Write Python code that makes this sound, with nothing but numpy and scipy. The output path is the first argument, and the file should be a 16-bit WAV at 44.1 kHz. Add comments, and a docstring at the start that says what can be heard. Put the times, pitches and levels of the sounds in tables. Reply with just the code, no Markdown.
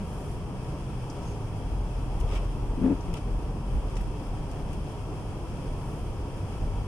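"""Tyres on a snow-packed road, heard inside the car: the tread drones and roars, ruts make the body boom.
The engine shifts up once and sets panels booming, while the heater hisses from the vents.
The wipers make one sweep: a swish over wet glass, a stick-slip rubber judder, ticks on the way back.
Panels thud, and the plastic trim rustles, ticks and gives one thin squeak."""
import sys
import numpy as np
from scipy.fft import rfft, irfft, next_fast_len
from scipy.io import wavfile
from scipy.ndimage import uniform_filter1d, map_coordinates

SR = 44100
rng = np.random.default_rng(int(sys.argv[2]) if len(sys.argv) > 2 else 0)


def persist_wave(psi):
    """Save psi, clipped to +-1, as 16-bit WAV."""
    counts = np.round(np.clip(psi, -1, 1) * 32767).astype(np.int16)
    wavfile.write(sys.argv[1], SR, np.atleast_2d(counts).T)


N = 302967


def amp(db):
    """Decibels to gain."""
    return 10 ** (np.asarray(db) / 20)


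def unit(x):
    """Scale to rms 1."""
    return x / np.sqrt(np.mean(x ** 2) + 1e-20)


def along(points, hz):
    """Read a curve of (f/Hz, value) points on a log frequency axis."""
    freqs, values = np.transpose(points)
    return np.interp(np.log(hz + 1), np.log(freqs + 1), values)


def boost(resonances, hz):
    """Decibels that (f/Hz, width/Hz, boost/dB) resonances add at a frequency."""
    return sum(db / (1 + (2 * (hz - centre) / width) ** 2) for centre, width, db in resonances)


def wobble(rate):
    """A smooth random curve, rate knots a second."""
    knots = rng.standard_normal(int(N * rate / SR) + 4)
    return map_coordinates(knots, [np.arange(N) * rate / SR])


def swell(peak_s, rise_s, hold_s, fall_s):
    """A gain that rises to 1, holds and falls; rise and fall times are for 20 dB."""
    t = np.arange(N) / SR - peak_s
    return amp(20 * np.minimum(np.minimum(t / rise_s, (hold_s - t) / fall_s), 0))


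def surges(rows, rest_db, rise_s, fall_s):
    """Level in dB of a steady bed with (t/s, hold/s, level/dB) swells on top."""
    power = sum((amp(db) * swell(s, rise_s, hold, fall_s)) ** 2 for s, hold, db in rows)
    return 10 * np.log10(amp(rest_db) ** 2 + power)


def filtered(x, response):
    """Filter x by a complex response of frequency."""
    n = x.shape[-1]
    padded = next_fast_len(n + 8192)
    return irfft(rfft(x, padded) * response(np.fft.rfftfreq(padded, 1 / SR)), padded)[..., :n]


def steadied(x, span_s):
    """Even out the swells longer than span_s."""
    power = np.mean(np.atleast_2d(x) ** 2, axis=0)
    return x / np.sqrt(np.abs(uniform_filter1d(power, int(span_s * SR))) + 1e-9)


def cabin_noise(spectrum):
    """Noise of rms 1 in the cabin's resonances: alike at both ears in the bass, diffuse in the treble."""
    # air and panel resonances: f/Hz, width/Hz, boost/dB
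    resonances = [(307, 47, 1.5), (410.6, 21, 4), (606, 18, 3.5), (719, 36, 3), (947, 35, 6), (1327, 36, 7),
                  (1800, 340, 1), (2278, 35, 5.5), (2582, 104, 5), (2710, 40, 2), (3290, 340, 4.5)]
    # likeness between the ears: f/Hz, correlation
    likeness = [(60, 0.94), (290, 0.95), (640, 0.92), (1000, 0.86), (1410, 0.26), (2500, 0), (15000, 0.023)]
    # stereo balance: f/Hz, left minus right/dB
    balance = [(30, 1.5), (90, -1.1), (190, 0), (270, 2), (450, 2.5), (1000, 1), (1500, -1), (2400, 4.5),
               (3600, 1), (6000, .5), (9000, 2.5), (13000, 0)]

    def mid_side(hz):
        angle = np.arccos(np.clip(along(likeness, hz), -1, 1)) / 2
        return amp(along(spectrum, hz) + boost(resonances, hz)) * [np.cos(angle), np.sin(angle)]

    mid, side = filtered(rng.standard_normal((2, N)), mid_side)
    ears = np.array([mid + side, mid - side])
    return unit(filtered(ears, lambda hz: amp(np.outer([.5, -.5], along(balance, hz)))))


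def trim_noise(centre_hz, octaves, size):
    """A stereo band of noise, coloured by the dashboard plastic."""
    # tone of the plastic: f/Hz, level/dB
    plastic = [(500, -9), (1500, 9), (3100, 7), (4000, -10), (5300, 1), (7500, -5), (9700, -0.5),
               (12000, -10), (15000, -13)]
    band = lambda hz: np.exp(-.5 * (np.log2((hz + 1) / centre_hz) / octaves) ** 2)
    return unit(filtered(rng.standard_normal((2, size)), lambda hz: band(hz) * amp(along(plastic, hz))))


def road(smooth_db=-40, boom_gain_db=-0.55):
    """Ruts shake the body; the tread drones through the floor, more in ruts, and roars on packed snow."""
    # stretches of rutted snow: t/s, hold/s, level/dB
    ruts = [(1.69, 0.065, -33), (2.14, 0.2, -30.5), (2.55, 0.29, -32.5), (3.06, 0.044, -31),
            (3.33, 0.048, -30), (3.74, 0.039, -25.5), (3.93, 0.15, -31.5), (4.3, 0.096, -33),
            (4.62, 0.13, -35.5), (5.69, 0.046, -33.5), (6.0, .12, -36), (6.59, 0.19, -30.5)]
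    # spectra of body boom, floor drone and tread roar: f/Hz, level/dB
    boom_spectrum = [(12, -38), (20, -6), (31, 1), (40, 0), (52, -6.5), (66, -9.5), (100, -40), (200, -91)]
    drone_spectrum = [(25, -15), (48, -7.5), (62, -3.5), (78, -4), (95, -3.5), (115, -4), (130, -5),
                      (155, -4.5), (168, -9.5), (210, -11.5), (300, -26.5), (600, -84)]
    roar_spectrum = [(100, -48), (200, -8.5), (280, 0), (340, -3), (410, -4), (500, -5), (660, -10),
                     (800, -8), (950, -10.5), (1200, -14), (1500, -30.5), (2100, -39), (4000, -55)]
    boom_db = surges(ruts, smooth_db, rise_s=0.067, fall_s=0.14)
    rough_db = boom_db - smooth_db
    boom = amp(boom_db + boom_gain_db) * steadied(cabin_noise(boom_spectrum), span_s=0.2)
    drone_db = -36.5 + 0.12 * rough_db + 0.47 * wobble(4.82)
    drone = amp(drone_db) * steadied(cabin_noise(drone_spectrum), span_s=0.29)
    roar_db = -41.5 + 0.0083 * rough_db + 0.67 * wobble(12)
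    return boom + drone + amp(roar_db) * cabin_noise(roar_spectrum)


def firing_rate(shift_s=1.05, slide_s=.87, before_hz=62.53, after_hz=41.47, climb_hz_per_s=1.68):
    """The revs climb slowly in each gear and slide down during the upshift."""
    t = np.arange(N) / SR - shift_s
    shifted = np.clip(t / slide_s, 0, 1)
    return before_hz + (after_hz - before_hz) * shifted + climb_hz_per_s * (t - shifted * slide_s)


def engine(coast_db=-42.5, second_db=-45.5, third_db=-48, waver=0.0045, unsteady_db=0.8):
    """Load lifts the firing note and its overtones; each order swells as it crosses a panel resonance."""
    # pulls under load: t/s, hold/s, level/dB
    pulls = [(1.7, 0.047, -24.5), (1.97, .06, -30), (2.15, 0.17, -27.5), (2.46, 0.28, -31.5),
             (3.25, 0.73, -30.5), (6.62, 0.098, -31.5)]
    # booming panels: f/Hz, width/Hz, boost/dB
    panels = [(99.7, 2.8, 7.5), (107.7, 5.7, 14), (124.8, 1.1, 8)]
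    hz = firing_rate()
    phase = 2 * np.pi * np.cumsum(hz * (1 + waver * wobble(5.12))) / SR
    firing_db = surges(pulls, coast_db, rise_s=0.15, fall_s=0.67)
    lift_db = 0.29 * (firing_db - coast_db)
    levels = [firing_db, second_db + lift_db, third_db + lift_db]
    return sum(amp(db + boost(panels, order * hz) + unsteady_db * wobble(6)) * np.sin(order * phase)
               for order, db in enumerate(levels, 1))


def heater(level_db=-52.5):
    """Air hisses steadily from the vents."""
    # vent hiss: f/Hz, level/dB
    hiss = [(700, -4), (1500, 3.5), (2000, -2.5), (2400, 0.5), (3200, -0.5), (3700, -9.5), (4300, -9),
            (5100, -2), (6200, -7.5), (7700, -10), (8800, -5.5), (10000, -7.5), (11200, -16),
            (13500, -21.5)]
    return amp(level_db + 0.34 * wobble(3.16) + 0.54 * wobble(25)) * cabin_noise(hiss)


def thuds(waver=0.0405, rise_s=0.017, fall_s=0.059):
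    """A jolt sets one panel booming for a moment."""
    # jolts to the body panels: t/s, hold/s, level/dB, f/Hz
    jolts = [(.01, 0.024, -31.5, 188), (3.084, 0.037, -33.5, 185), (3.182, 0.011, -36.5, 290),
             (6.408, .06, -29, 99)]
    phase_per_hz = 2 * np.pi * np.cumsum(1 + waver * wobble(60)) / SR
    return sum(amp(db) * swell(s, rise_s, hold, fall_s) * np.sin(hz * phase_per_hz)
               for s, hold, db, hz in jolts)


def rustles(grain_db=1.5):
    """Something light brushes over the trim in short swells."""
    # soft brushes: t/s, half-length/s, level/dB, f/Hz
    brushes = [(.155, 0.16, -61, 10500), (0.31, 0.1, -61, 9500), (1.265, 0.15, -59, 5900),
               (5.9, .27, -63.5, 9800)]
    out, t = np.zeros((2, N)), np.arange(N) / SR
    for s, half_length, db, centre_hz in brushes:
        envelope = np.exp(-2 * ((t - s) / half_length) ** 2)
        out += amp(db) * envelope * trim_noise(centre_hz, octaves=0.58, size=N)
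    return out * amp(grain_db * wobble(120))


def ticks(snap=.5, snap_s=0.0013, attack_s=0.00076):
    """Wiper joints and loose trim tick: a snap, then a tail that the small cabin damps fast; the blade also
    scrapes once."""
    # plastic ticks, and one short blade scrape at 2.363 s: t/s, level/dB, f/Hz, width/octaves, t60/s
    hits = [(1.099, -48, 6200, 0.44, 0.085), (1.099, -56, 4700, 0.094, .09), (2.2, -46, 9000, 1.2, 0.072),
            (2.211, -42, 3500, 1, .025), (2.363, -44.5, 2710, 0.4, 0.19), (3.006, -52, 5460, .4, 0.098),
            (3.139, -37.5, 8000, 1.3, 0.025), (3.141, -38.5, 3200, 0.33, .04),
            (3.168, -55, 6800, 0.64, .08), (3.176, -46, 3800, .9, .04), (3.208, -56, 7500, .8, .04),
            (3.956, -47.5, 5500, 0.43, .03), (3.967, -39.5, 3900, 1.3, 0.049),
            (3.971, -48, 6000, 0.56, 0.054), (4.007, -48, 2200, .6, .06), (4.009, -53, 12000, 0.91, .08),
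            (4.514, -50, 7000, .7, .04), (4.73, -45.5, 9000, 2.2, 0.06)]
    out, t = np.zeros((2, N + SR)), np.arange(SR // 4) / SR
    onset = (1 + snap * np.exp(-t / snap_s)) * (1 - np.exp(-t / attack_s))
    for s, db, centre_hz, octaves, t60 in hits:
        start = round(s * SR)
        envelope = amp(db - 60 * t / t60) * onset
        out[:, start:start + len(t)] += envelope * trim_noise(centre_hz, octaves, size=len(t))
    return out[:, :N] * amp([[1.3], [-1.3]])  # a little to the left


def squeak(hz=6470, level_db=-61, waver=0.0095):
    """Two bits of plastic rub and sing for a moment."""
    tone = np.sin(2 * np.pi * np.cumsum(hz * (1 + waver * wobble(150))) / SR)
    return amp(level_db) * swell(peak_s=1.27, rise_s=.07, hold_s=0.055, fall_s=.025) * tone


def wiper_swish(grain_db=2, fall_s=0.044):
    """The blades push a gritty film of melted snow and drag with a dull rub where the glass is drier."""
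    # strokes over wet and over drier glass: t/s, rise/s, hold/s, level/dB
    wet_strokes = [(2.275, .05, .008, -56), (2.326, .06, 0.016, -46.5), (2.356, 0.034, 0.011, -45.5),
                   (2.42, .1, .08, -63), (3.172, .08, .004, -48), (3.92, .08, 0.097, -57),
                   (4.3, 0.14, .002, -60)]
    dry_strokes = [(2.24, 0.055, 0.018, -41.5), (2.31, .06, 0.05, -42), (2.425, .05, 0.023, -42.5),
                   (3.17, .1, .005, -47)]
    # spectra of the wet swish and the dull rub: f/Hz, level/dB
    wet_spectrum = [(500, -18), (1200, 10.5), (1600, -4.5), (2300, 2), (3000, 2), (3400, -1), (4400, -11),
                    (5200, 0.5), (6100, -8.5), (9000, -8.5), (12000, -22), (15000, -25)]
    rub_spectrum = [(150, -27), (400, 7.5), (900, -4), (1400, -15), (2200, -40)]
    envelope = lambda rows: sum(amp(db) * swell(s, rise, hold, fall_s) for s, rise, hold, db in rows)
    film = envelope(wet_strokes) * amp(grain_db * wobble(250)) * cabin_noise(wet_spectrum)
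    return film + envelope(dry_strokes) * cabin_noise(rub_spectrum)


def wiper_judder(jitter_cycles=0.076, scatter_db=1.5, roughness=0.31, grit_db=-22, shudder_db=-11):
    """Rubber grabs and slips: each uneven slip knocks the windscreen and shakes the arm; grit scrapes."""
    # modes of the windscreen and wiper arm: f/Hz, width/Hz, level/dB
    modes = [(183, 36, -6), (222, 28, 0), (259, 28, 2), (320, 46, -7), (404, 35, -11), (525, 44, -17.5),
             (606, 82, -28), (900, 44, -33)]
    # the blade grabs the glass: t/s, rise/s, hold/s, level/dB, slip rate/Hz, pitch factor of the modes
    grabs = [(2.784, 0.023, 0.011, -32, 88, 0.99), (2.818, 0.029, 0.022, -26, 88, .85),
             (2.846, 0.014, 0.037, -21.5, 87, 1.015), (2.9, 0.011, 0.028, -23, 94, 1.076)]
    glass = lambda f: sum((-1) ** k * amp(db) * 1j * f * width / (hz * hz - f * f + 1j * f * width)
                          for k, (hz, width, db) in enumerate(modes))
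    soft = lambda f: 1 / (1 + (f / 1000) ** 4)  # rubber gives no sharp edges
    grit = amp(grit_db) * cabin_noise([(300, -25), (600, 3), (1300, -8), (3000, -19.0), (6000, -59)])
    jitter = jitter_cycles * wobble(80)
    strength = amp(scatter_db * wobble(70))
    rasp = roughness * rng.standard_normal(N)
    pan_left = amp([[2.7], [-2.7]])
    out = np.zeros((2, N))
    for s, rise, hold, db, slip_hz, pitch in grabs:
        cycle = slip_hz * (np.arange(N) / SR - s) + jitter
        slips = strength * np.diff(np.floor(cycle), prepend=np.floor(cycle[0]))  # one impulse a cycle
        ring = filtered(unit(slips) + rasp, lambda f: glass(f / pitch) * soft(f))
        groan = steadied(ring, span_s=0.026) * pan_left
        shudder = amp(shudder_db) * np.sin(2 * np.pi * cycle)
        out += amp(db) * swell(s, rise, hold, fall_s=0.027) * (groan + grit + shudder)
    return out


def scene(left_lead_s=.00007):
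    """All sources together; the low sounds reach the left side a little earlier."""
    low = road() + engine() + wiper_judder() + thuds()
    low = filtered(low, lambda hz: np.exp(1j * np.pi * left_lead_s * np.outer([1, -1], hz)))
    return low + heater() + wiper_swish() + ticks() + rustles() + squeak()


def record(dry, top_hz=15250):
    """A brick-wall low-pass takes off the highest treble."""
    return filtered(dry, lambda hz: hz < top_hz)


dry = scene()
out = record(dry)
persist_wave(out)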